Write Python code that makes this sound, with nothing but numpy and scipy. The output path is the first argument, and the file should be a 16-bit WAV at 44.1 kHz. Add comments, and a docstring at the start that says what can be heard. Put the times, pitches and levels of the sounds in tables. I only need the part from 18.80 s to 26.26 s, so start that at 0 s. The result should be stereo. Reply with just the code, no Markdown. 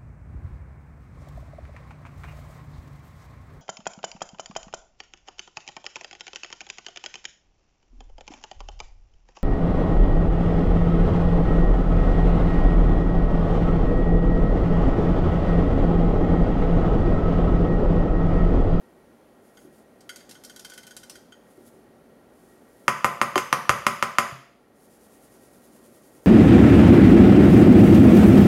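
"""Flour into a steel mixing bowl.

Flour hisses from a metal measuring cup and lands in soft thuds; the cup rattles as it is shaken empty.
A smaller cup raps the rim quickly: the thin wall clanks and rings, damped by a steadying hand.
The bowl rocks back, then is swirled and the flour slides. A fan hums behind it all;
the kitchen echoes the blows, and a limiter ducks under the loud raps."""
import sys
import numpy as np
from scipy import signal
from scipy.io import wavfile
from scipy.ndimage import uniform_filter1d, minimum_filter1d

SR = 44100
rng = np.random.default_rng(int(sys.argv[2]) if len(sys.argv) > 2 else 0)


def dump_mix(stems):
    """Bounce the given channels to the path in sys.argv[1] as a 16-bit WAV at rate SR."""
    frames = np.atleast_2d(stems).T  # one column per channel
    limited = np.clip(frames, -1, 1)  # hard clip at full scale
    pcm = np.round(limited * 32767).astype(np.int16)
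    wavfile.write(sys.argv[1], SR, pcm)


N = 328986
TIME = np.arange(N) / SR

# fan air noise: freq_hz, density_db
FAN_SPECTRUM = [(25, -27), (60, -16), (95, -10.5), (150, -8), (240, -1), (400, -4.5), (600, -2), (820, -11),
                (1300, -15), (2300, -22.5), (4200, -29), (7500, -32), (10500, -29), (16000, -38)]
# fan hum: freq_hz, level_db
FAN_HUM = [(57, -75.5), (232, -64.5), (380, -66), (1370, -75.5), (1890, -74.5)]
# fan, left-right: freq_hz, coherence
FAN_COHERENCE = [(60, 1), (300, 0.98), (1000, 0), (3000, 0), (12000, 0.3)]

# kitchen echoes, left-right: freq_hz, coherence
ROOM_COHERENCE = [(100, 1), (300, 1), (600, .3), (1200, .15), (3000, 0.1), (6000, .4), (12000, 0.83)]
# kitchen decay: freq_hz, t60_s
ROOM_DECAY = [(120, .5), (500, 0.51), (1300, 0.48), (4000, 0.62), (9000, 0.44), (15000, 0.53)]
# echo colour: freq_hz, gain_db
ROOM_SPECTRUM = [(100, 0.28), (250, 0.84), (600, 0.97), (1200, 0.073), (2500, 0.98), (5000, 0.96),
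                 (10000, 0.15), (15000, 0.19)]

# flour leaving a tilted cup: centre_s, length_s, level_db
POURS = [(0.672, 0.12, -67), (.81, 0.2, -63.5), (0.972, .15, -64.5), (2.707, 0.054, -73),
         (2.833, 0.51, -67), (2.875, 0.048, -59), (3.68, .4, -66), (3.998, 0.37, -65.5)]
# flour hiss: freq_hz, density_db
FLOUR_SPECTRUM = [(1500, -6.5), (3500, -7.5), (5000, -5.5), (6700, 1.5), (8500, -7), (10800, 1.5),
                  (13000, -8.5), (16000, -8.5)]
# falling flour and handling: start_s, level_db
SOFT_BLOWS = [(0.847, -39.5), (2.777, -41), (2.939, -47), (3.048, -49), (7.35, -49)]
# bowl and counter under a soft blow: freq_hz, level_db, t60_s
THUD_MODES = [(150, -11, 0.12), (240, -7.5, 0.11), (290, -2.5, 0.067), (379, -1, 0.061), (574, -11, 0.016)]

# shaken cup clinking at its handle: start_s, tick_db, cup_db
CUP_CLINKS = [(0.7707, -50, -48), (1.2062, -44.5, -64), (1.292, -31.5, -35), (1.3589, -31.5, -51),
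              (1.4053, -55, -47.5), (1.4924, -35.5, -55), (1.51, -31.5, -52), (1.552, -54, -48),
              (1.6368, -35.5, -50), (1.647, -31.5, -60), (1.6964, -38, -44.5), (1.7608, -32, -46),
              (1.7938, -31, -55), (1.847, -28, -38.5), (1.8981, -33.5, -49), (1.918, -58, -42.5),
              (1.936, -34.5, -49), (1.9762, -33, -41), (2.0297, -42, -47.5), (2.0672, -33.5, -47),
              (2.108, -38.5, -42), (2.1657, -29, -48.5), (2.2313, -35.5, -46), (2.2964, -26.5, -57),
              (2.354, -43, -44), (2.521, -52, -47.5)]
# cup ring: freq_hz, level_db, t60_s
CUP_MODES = [(1493, -5.5, 0.096), (3090, -9, 0.082), (3195, -8, 0.044), (4660, -8.5, 0.074),
             (6470, -9, 0.06), (8200, -14, 0.054), (12200, -22, 0.062)]
# broad cup resonances: freq_hz, width_hz, gain_db
CUP_RESONANCES = [(1450, 91, 2), (1670, 310, -5.5), (2084, 85, -2.5), (3210, 140, -3), (4800, 80, -6),
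                  (6600, 140, -8.5), (8580, 120, -17), (10500, 82, -16)]
# steel-on-steel tick: freq_hz, density_db
TICK_SPECTRUM = [(1200, -5.5), (2200, -3.5), (3300, 0), (4200, 5), (6500, 6.5), (8500, -1.5), (11000, 1.5),
                 (13000, -14), (16000, -23)]
# direct sound of the steel, left-right: freq_hz, coherence
STEEL_COHERENCE = [(100, 1), (1000, 0.82), (3000, 0), (12000, 0.92)]

# hand-damped bowl: freq_hz, level_db, t60_s
BOWL_MODES = [(141.8, -33, 0.55), (228, -28, 0.3), (389, -25, 0.28), (566, -24, 0.41), (697, -30, 0.63),
              (790, -22, 0.26), (1019, -15, 0.34), (1116, -20.5, 0.35), (1200, -14, 0.17),
              (1283, -28, 0.11), (1363, -27, 0.17), (1463, -28.5, 0.36), (1510, -27, 0.32),
              (1673, -45, .22), (1850, -26.5, .22), (2020, -34.5, 0.16), (2265, -33.5, 0.14),
              (2950, -41.5, 0.25), (12310, -53, 0.33)]
# bad rap, bowl hits the counter and cup glances off singing: freq_hz, level_db, t60_s
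CLUNK_MODES = [(248, -28, 0.12), (309, -20.5, 0.091), (370, -17, .12), (410, -22.5, 0.11),
               (587, -22, 0.071), (737, -18.5, 0.08), (1032, -17.5, 0.13), (3120, -21.5, .05),
               (4860, -35, .22), (6180, -42, 0.59), (6700, -36.5, 0.22)]
# bowl rocking back onto its base: freq_hz, level_db, t60_s
SETTLE_MODES = [(133, -32, .3), (165, -37, .14), (105, -44, .1)]
# cup on the rim: start_s, level_db, pitch_hz, pan_db, bright_db
RIM_RAPS = [(4.080, -3.5, 1200, -2.5, -2.5), (4.244, -4.5, 1173, 0.5, -5.5), (4.414, -7, 1180, 0.5, -2),
            (4.556, -14.5, 1110, -11, -7.5), (4.578, -14.5, 1212, 6, 4.5), (4.727, -4.5, 1085, -1.5, 0.5),
            (4.893, 3.5, 1196, 0, -0.5), (5.066, 0, 1210, 0, 1.5), (5.225, -3.5, 1205, 0, -1.5),
            (5.384, -1, 1215, 0, -0.5)]
# clank of the bowl wall: freq_hz, width_hz, gain_db
CLANK_MODES = [(192, 140, -11), (380, 100, -15.5), (572, 130, -5.5), (1000, 310, -4), (1277, 370, 1),
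               (2003, 630, -7), (2770, 1470, -15.5), (5054, 930, -22), (6580, 1200, -20)]
# dense, quickly damped modes of thin steel: freq_hz, density_db
CRASH_SPECTRUM = [(55, -30.5), (85, -8), (130, 10.5), (220, -15.5), (400, -9), (700, 3.5), (1200, -3),
                  (2000, -6.5), (3900, -16), (6000, -9.5), (8500, -9.5), (11000, -10.5), (15000, -27.5)]


def from_db(db):
    """Decibels to gain."""
    return 10 ** (np.asarray(db) / 20)


def unit_rms(x):
    """Scale to rms 1."""
    return x / np.sqrt(np.mean(x ** 2) + 1e-20)


def at_hz(points, hz):
    """Interpolate a table over log frequency."""
    freqs_hz, values = np.array(points).T
    return np.interp(np.log(hz), np.log(freqs_hz), values)


def add(track, start_s, sound):
    """Mix a sound in at start_s."""
    start = round(start_s * SR)
    track[..., start:start + sound.shape[-1]] += sound[..., :N - start]


def decay(t60_s):
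    """Exponential fade from 1."""
    return np.exp(-np.log(1000) * TIME[:SR // 4] / t60_s)


def resonate(x, hz, width_hz):
    """Two-pole resonance, peak gain 1."""
    radius = np.exp(-np.pi * width_hz / SR)
    feedback = [1, -2 * radius * np.cos(2 * np.pi * hz / SR), radius ** 2]
    return signal.lfilter(np.array([1, 0, -1]) * (1 - radius ** 2) / 2, feedback, x + 1e-18)


def ring(modes, spread_db=0, pan_spread_db=0):
    """One blow: the struck spot sets each mode's strength and sign; each radiates to its own side."""
    hz, db, t60_s = np.array(modes).T
    t = TIME[:SR // 2]
    strength = from_db(db + spread_db * rng.standard_normal(len(db))) * rng.choice([-1, 1], len(db))
    pan = from_db(pan_spread_db * rng.standard_normal(len(db)) * [[1], [-1]])
    waves = np.exp(np.outer(-np.log(1000) / t60_s, t)) * np.sin(np.outer(2 * np.pi * hz, t))
    return (strength * pan) @ waves


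def noise_bands(coherence, size):
    """White noise in half octaves: yields centre_hz, stereo band."""
    edges_hz = np.geomspace(22, 17000, 21)
    white = rng.standard_normal((2, 2, size + 4000))
    for k, (low_hz, high_hz) in enumerate(zip(edges_hz, edges_hz[1:])):
        bandpass = signal.butter(2, [low_hz, high_hz], "band", fs=SR, output="sos")
        mid, side = signal.sosfilt(bandpass, white[k % 2])[:, -size:]
        hz = np.sqrt(low_hz * high_hz)
        alike = np.clip(at_hz(coherence, hz), 0, 1)
        yield hz, np.sqrt((1 + alike) / 2) * mid + np.sqrt((1 - alike) / 2) * side * [[1], [-1]]


def shaped_noise(spectrum, coherence):
    """Stereo noise of a given spectrum, rms 1."""
    return unit_rms(sum(from_db(at_hz(spectrum, hz)) * band for hz, band in noise_bands(coherence, N)))


def roughness(depth_db, grain_samples):
    """Fast random gain flicker."""
    return from_db(depth_db * unit_rms(uniform_filter1d(rng.standard_normal(N), size=grain_samples)))


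def fan(air_db=-54.5, tone_width_hz=14):
    """Dull air noise with a few unsteady tones."""
    hum = sum(from_db(db) * unit_rms(resonate(rng.standard_normal(N), hz, tone_width_hz))
              for hz, db in FAN_HUM)
    return from_db(air_db) * shaped_noise(FAN_SPECTRUM, FAN_COHERENCE) + hum


def kitchen_echoes(x, early_db=-2.5, late_db=-4.5, early_t60_s=0.081, gap_s=0.0013):
    """Quick reflections off bowl and counter, then the room tail, dying band by band."""
    t = TIME[:SR * 3 // 5]
    response = np.zeros((2, len(t)))
    for hz, band in noise_bands(ROOM_COHERENCE, len(t)):
        power = 0
        for db, t60_s in [(early_db, early_t60_s), (late_db, at_hz(ROOM_DECAY, hz))]:
            rate_per_s = np.log(1e6) / t60_s
            power += from_db(db) ** 2 * np.exp(-rate_per_s * t) * rate_per_s / SR
        response += from_db(at_hz(ROOM_SPECTRUM, hz)) * np.sqrt(power) * band
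    onset = np.clip(t / gap_s - 1, 0, 1)
    return signal.oaconvolve(x, response * onset, axes=1)[:, :N]


def flour(swirl_start_s=5.985, swirl_rise_s=0.051, swing_hz=4.9, swirl_db=-60, turn_drop_db=6):
    """Grainy hiss of sliding powder: one swell per pour, two per swing of the bowl."""
    pour = sum(from_db(db) * np.cos(np.pi * np.clip((TIME - centre_s) / length_s, -0.5, 0.5))
               for centre_s, length_s, db in POURS)
    elapsed_s = TIME - swirl_start_s
    speed = np.abs(np.sin(2 * np.pi * swing_hz * elapsed_s))
    onset = np.clip(1 + elapsed_s / swirl_rise_s, 0, 1)
    swirl = onset * from_db(swirl_db - turn_drop_db * (1 - speed))
    grain = roughness(depth_db=1.5, grain_samples=60)
    hiss = shaped_noise(FLOUR_SPECTRUM, coherence=[(2000, 0.097), (12000, 0.69)])
    return (pour + swirl) * grain * hiss


def thuds(gain_db=-3, lumps=4, lump_gap_s=0.022, lump_loss_db=3.5):
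    """Soft, crumbling blows wake only the lowest modes."""
    out = np.zeros((2, N))
    for start_s, db in SOFT_BLOWS:
        for k in range(lumps):
            delay_s = k * lump_gap_s * rng.uniform(0.8, 1.2)
            gain = from_db(db + gain_db - k * lump_loss_db)
            add(out, start_s + delay_s, gain * ring(THUD_MODES, spread_db=1.5))
    return out


def cup_rattle(body_gain_db=6, ring_gain_db=-1, tick_gain_db=-7, rise_s=0.00082,
               rebound_s=0.044, rebound_loss_db=21):
    """Steel chatters on steel: gritty ticks shake the cup's resonances and leave a faint ring."""
    pings, shake, ticks = np.zeros((2, N)), np.zeros(N), np.zeros(N)
    chatter = decay(t60_s=0.042) * (1 - np.exp(-TIME[:SR // 4] / rise_s))
    for start_s, tick_db, cup_db in CUP_CLINKS:
        add(shake, start_s, from_db(cup_db + body_gain_db) * chatter)
        tick = from_db(tick_db + tick_gain_db) * chatter
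        add(ticks, start_s, tick)
        # loose handle falls back
        add(ticks, start_s + rebound_s * rng.uniform(0.6, 1.4), from_db(-rebound_loss_db) * tick)
        ping = ring(CUP_MODES, spread_db=3, pan_spread_db=1.5)
        add(pings, start_s + rise_s, from_db(cup_db + ring_gain_db) * ping)
    grit = roughness(depth_db=3, grain_samples=40)
    force = shake * grit * rng.standard_normal(N)
    body = sum((-1) ** k * from_db(db) * resonate(force, hz, width_hz)
               for k, (hz, width_hz, db) in enumerate(CUP_RESONANCES))
    body = unit_rms(body) * force.std() / 2
    return pings + body + ticks * grit * shaped_noise(TICK_SPECTRUM, STEEL_COHERENCE)


def bowl_ring(gain_db=-4, detune=0.008, lag_s=0.0024, clunk_s=4.5575, settle_s=5.523):
    """The bowl rings after each rap, clunks once, and rocks back when the rapping stops."""
    out = np.zeros((2, N))
    for start_s, db, *_ in RIM_RAPS:
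        # shifting grip detunes the modes
        modes = [(hz * (1 + detune * rng.standard_normal()), mode_db, t60_s)
                 for hz, mode_db, t60_s in BOWL_MODES]
        add(out, start_s + lag_s, from_db(db + gain_db) * ring(modes, spread_db=2.5, pan_spread_db=2.5))
    add(out, clunk_s, ring(CLUNK_MODES))
    add(out, settle_s, ring(SETTLE_MODES))
    return out


def rim_crash(crack_db=-17, crack_t60_s=0.018, crash_db=-18, crash_t60_s=0.08, lag_s=0.0005):
    """Dense modes of thin steel: a crack and a short crash of noise per rap."""
    envelope = np.zeros((2, N))
    for start_s, db, _, pan_db, bright_db in RIM_RAPS:
        sides = from_db(db + np.array([[pan_db], [-pan_db]]) / 2)
        crack = from_db(crack_db + bright_db) * decay(crack_t60_s)
        crash = from_db(crash_db) * decay(crash_t60_s)
        add(envelope, start_s + lag_s, sides * (crack + crash))
    return envelope * shaped_noise(CRASH_SPECTRUM, STEEL_COHERENCE)


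def rim_clank(drive_db=36, base_pitch_hz=1210, lobe_db=0.5, lag_s=0.00076):
    """The rapped wall's broad modes swell and die within milliseconds, treble first."""
    out = np.zeros((2, N))
    impulse = signal.unit_impulse(SR // 10)
    for start_s, db, pitch_hz, pan_db, bright_db in RIM_RAPS:
        sides = from_db(db + np.array([[pan_db], [-pan_db]]) / 2)
        for k, (hz, width_hz, mode_db) in enumerate(CLANK_MODES):
            centre_hz = hz * pitch_hz / base_pitch_hz
            wave = resonate(resonate(impulse, centre_hz, width_hz), centre_hz, width_hz)
            tilt_db = at_hz([(1200, 0), (5000, bright_db)], hz)
            gain = from_db(drive_db + mode_db + tilt_db)
            # neighbouring modes radiate to opposite sides
            sign = (-1) ** k
            lobes = from_db(sign * np.array([[-lobe_db], [lobe_db]]))
            add(out, start_s + lag_s, sides * lobes * sign * gain * wave)
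    return out


def scene(low_cut_hz=65):
    """Close steel with kitchen echoes, flour and fan; thin steel radiates no deep bass."""
    blows = rim_clank() + rim_crash() + cup_rattle() + thuds()
    steel = blows + kitchen_echoes(blows) + bowl_ring()
    highpass = signal.butter(4, low_cut_hz, "high", fs=SR, output="sos")
    return signal.sosfilt(highpass, steel + 1e-18) + flour() + fan()


def limiter(x, ceiling_db=-0.1, release_db_per_s=8, window_samples=89):
    """Gain drops just ahead of a peak and creeps back."""
    peak_db = 20 * np.log10(np.abs(x).max(axis=0) + 1e-9)
    over_db = np.maximum(peak_db - ceiling_db, 0)
    release_db = release_db_per_s * TIME
    cut_db = np.maximum.accumulate(over_db + release_db) - release_db
    gain_db = uniform_filter1d(minimum_filter1d(-cut_db, window_samples), window_samples)
    return x * from_db(gain_db)


def record(dry, notch_hz=7860, cutoff_hz=15700):
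    """Limiter, narrow treble notch, steep low-pass."""
    notched = signal.lfilter(*signal.iirnotch(notch_hz, Q=45, fs=SR), limiter(dry))
    lowpass = signal.ellip(10, 0.1, 90, cutoff_hz, fs=SR, output="sos")
    return signal.sosfilt(lowpass, notched)


dry = scene()
out = record(dry)
dump_mix(out)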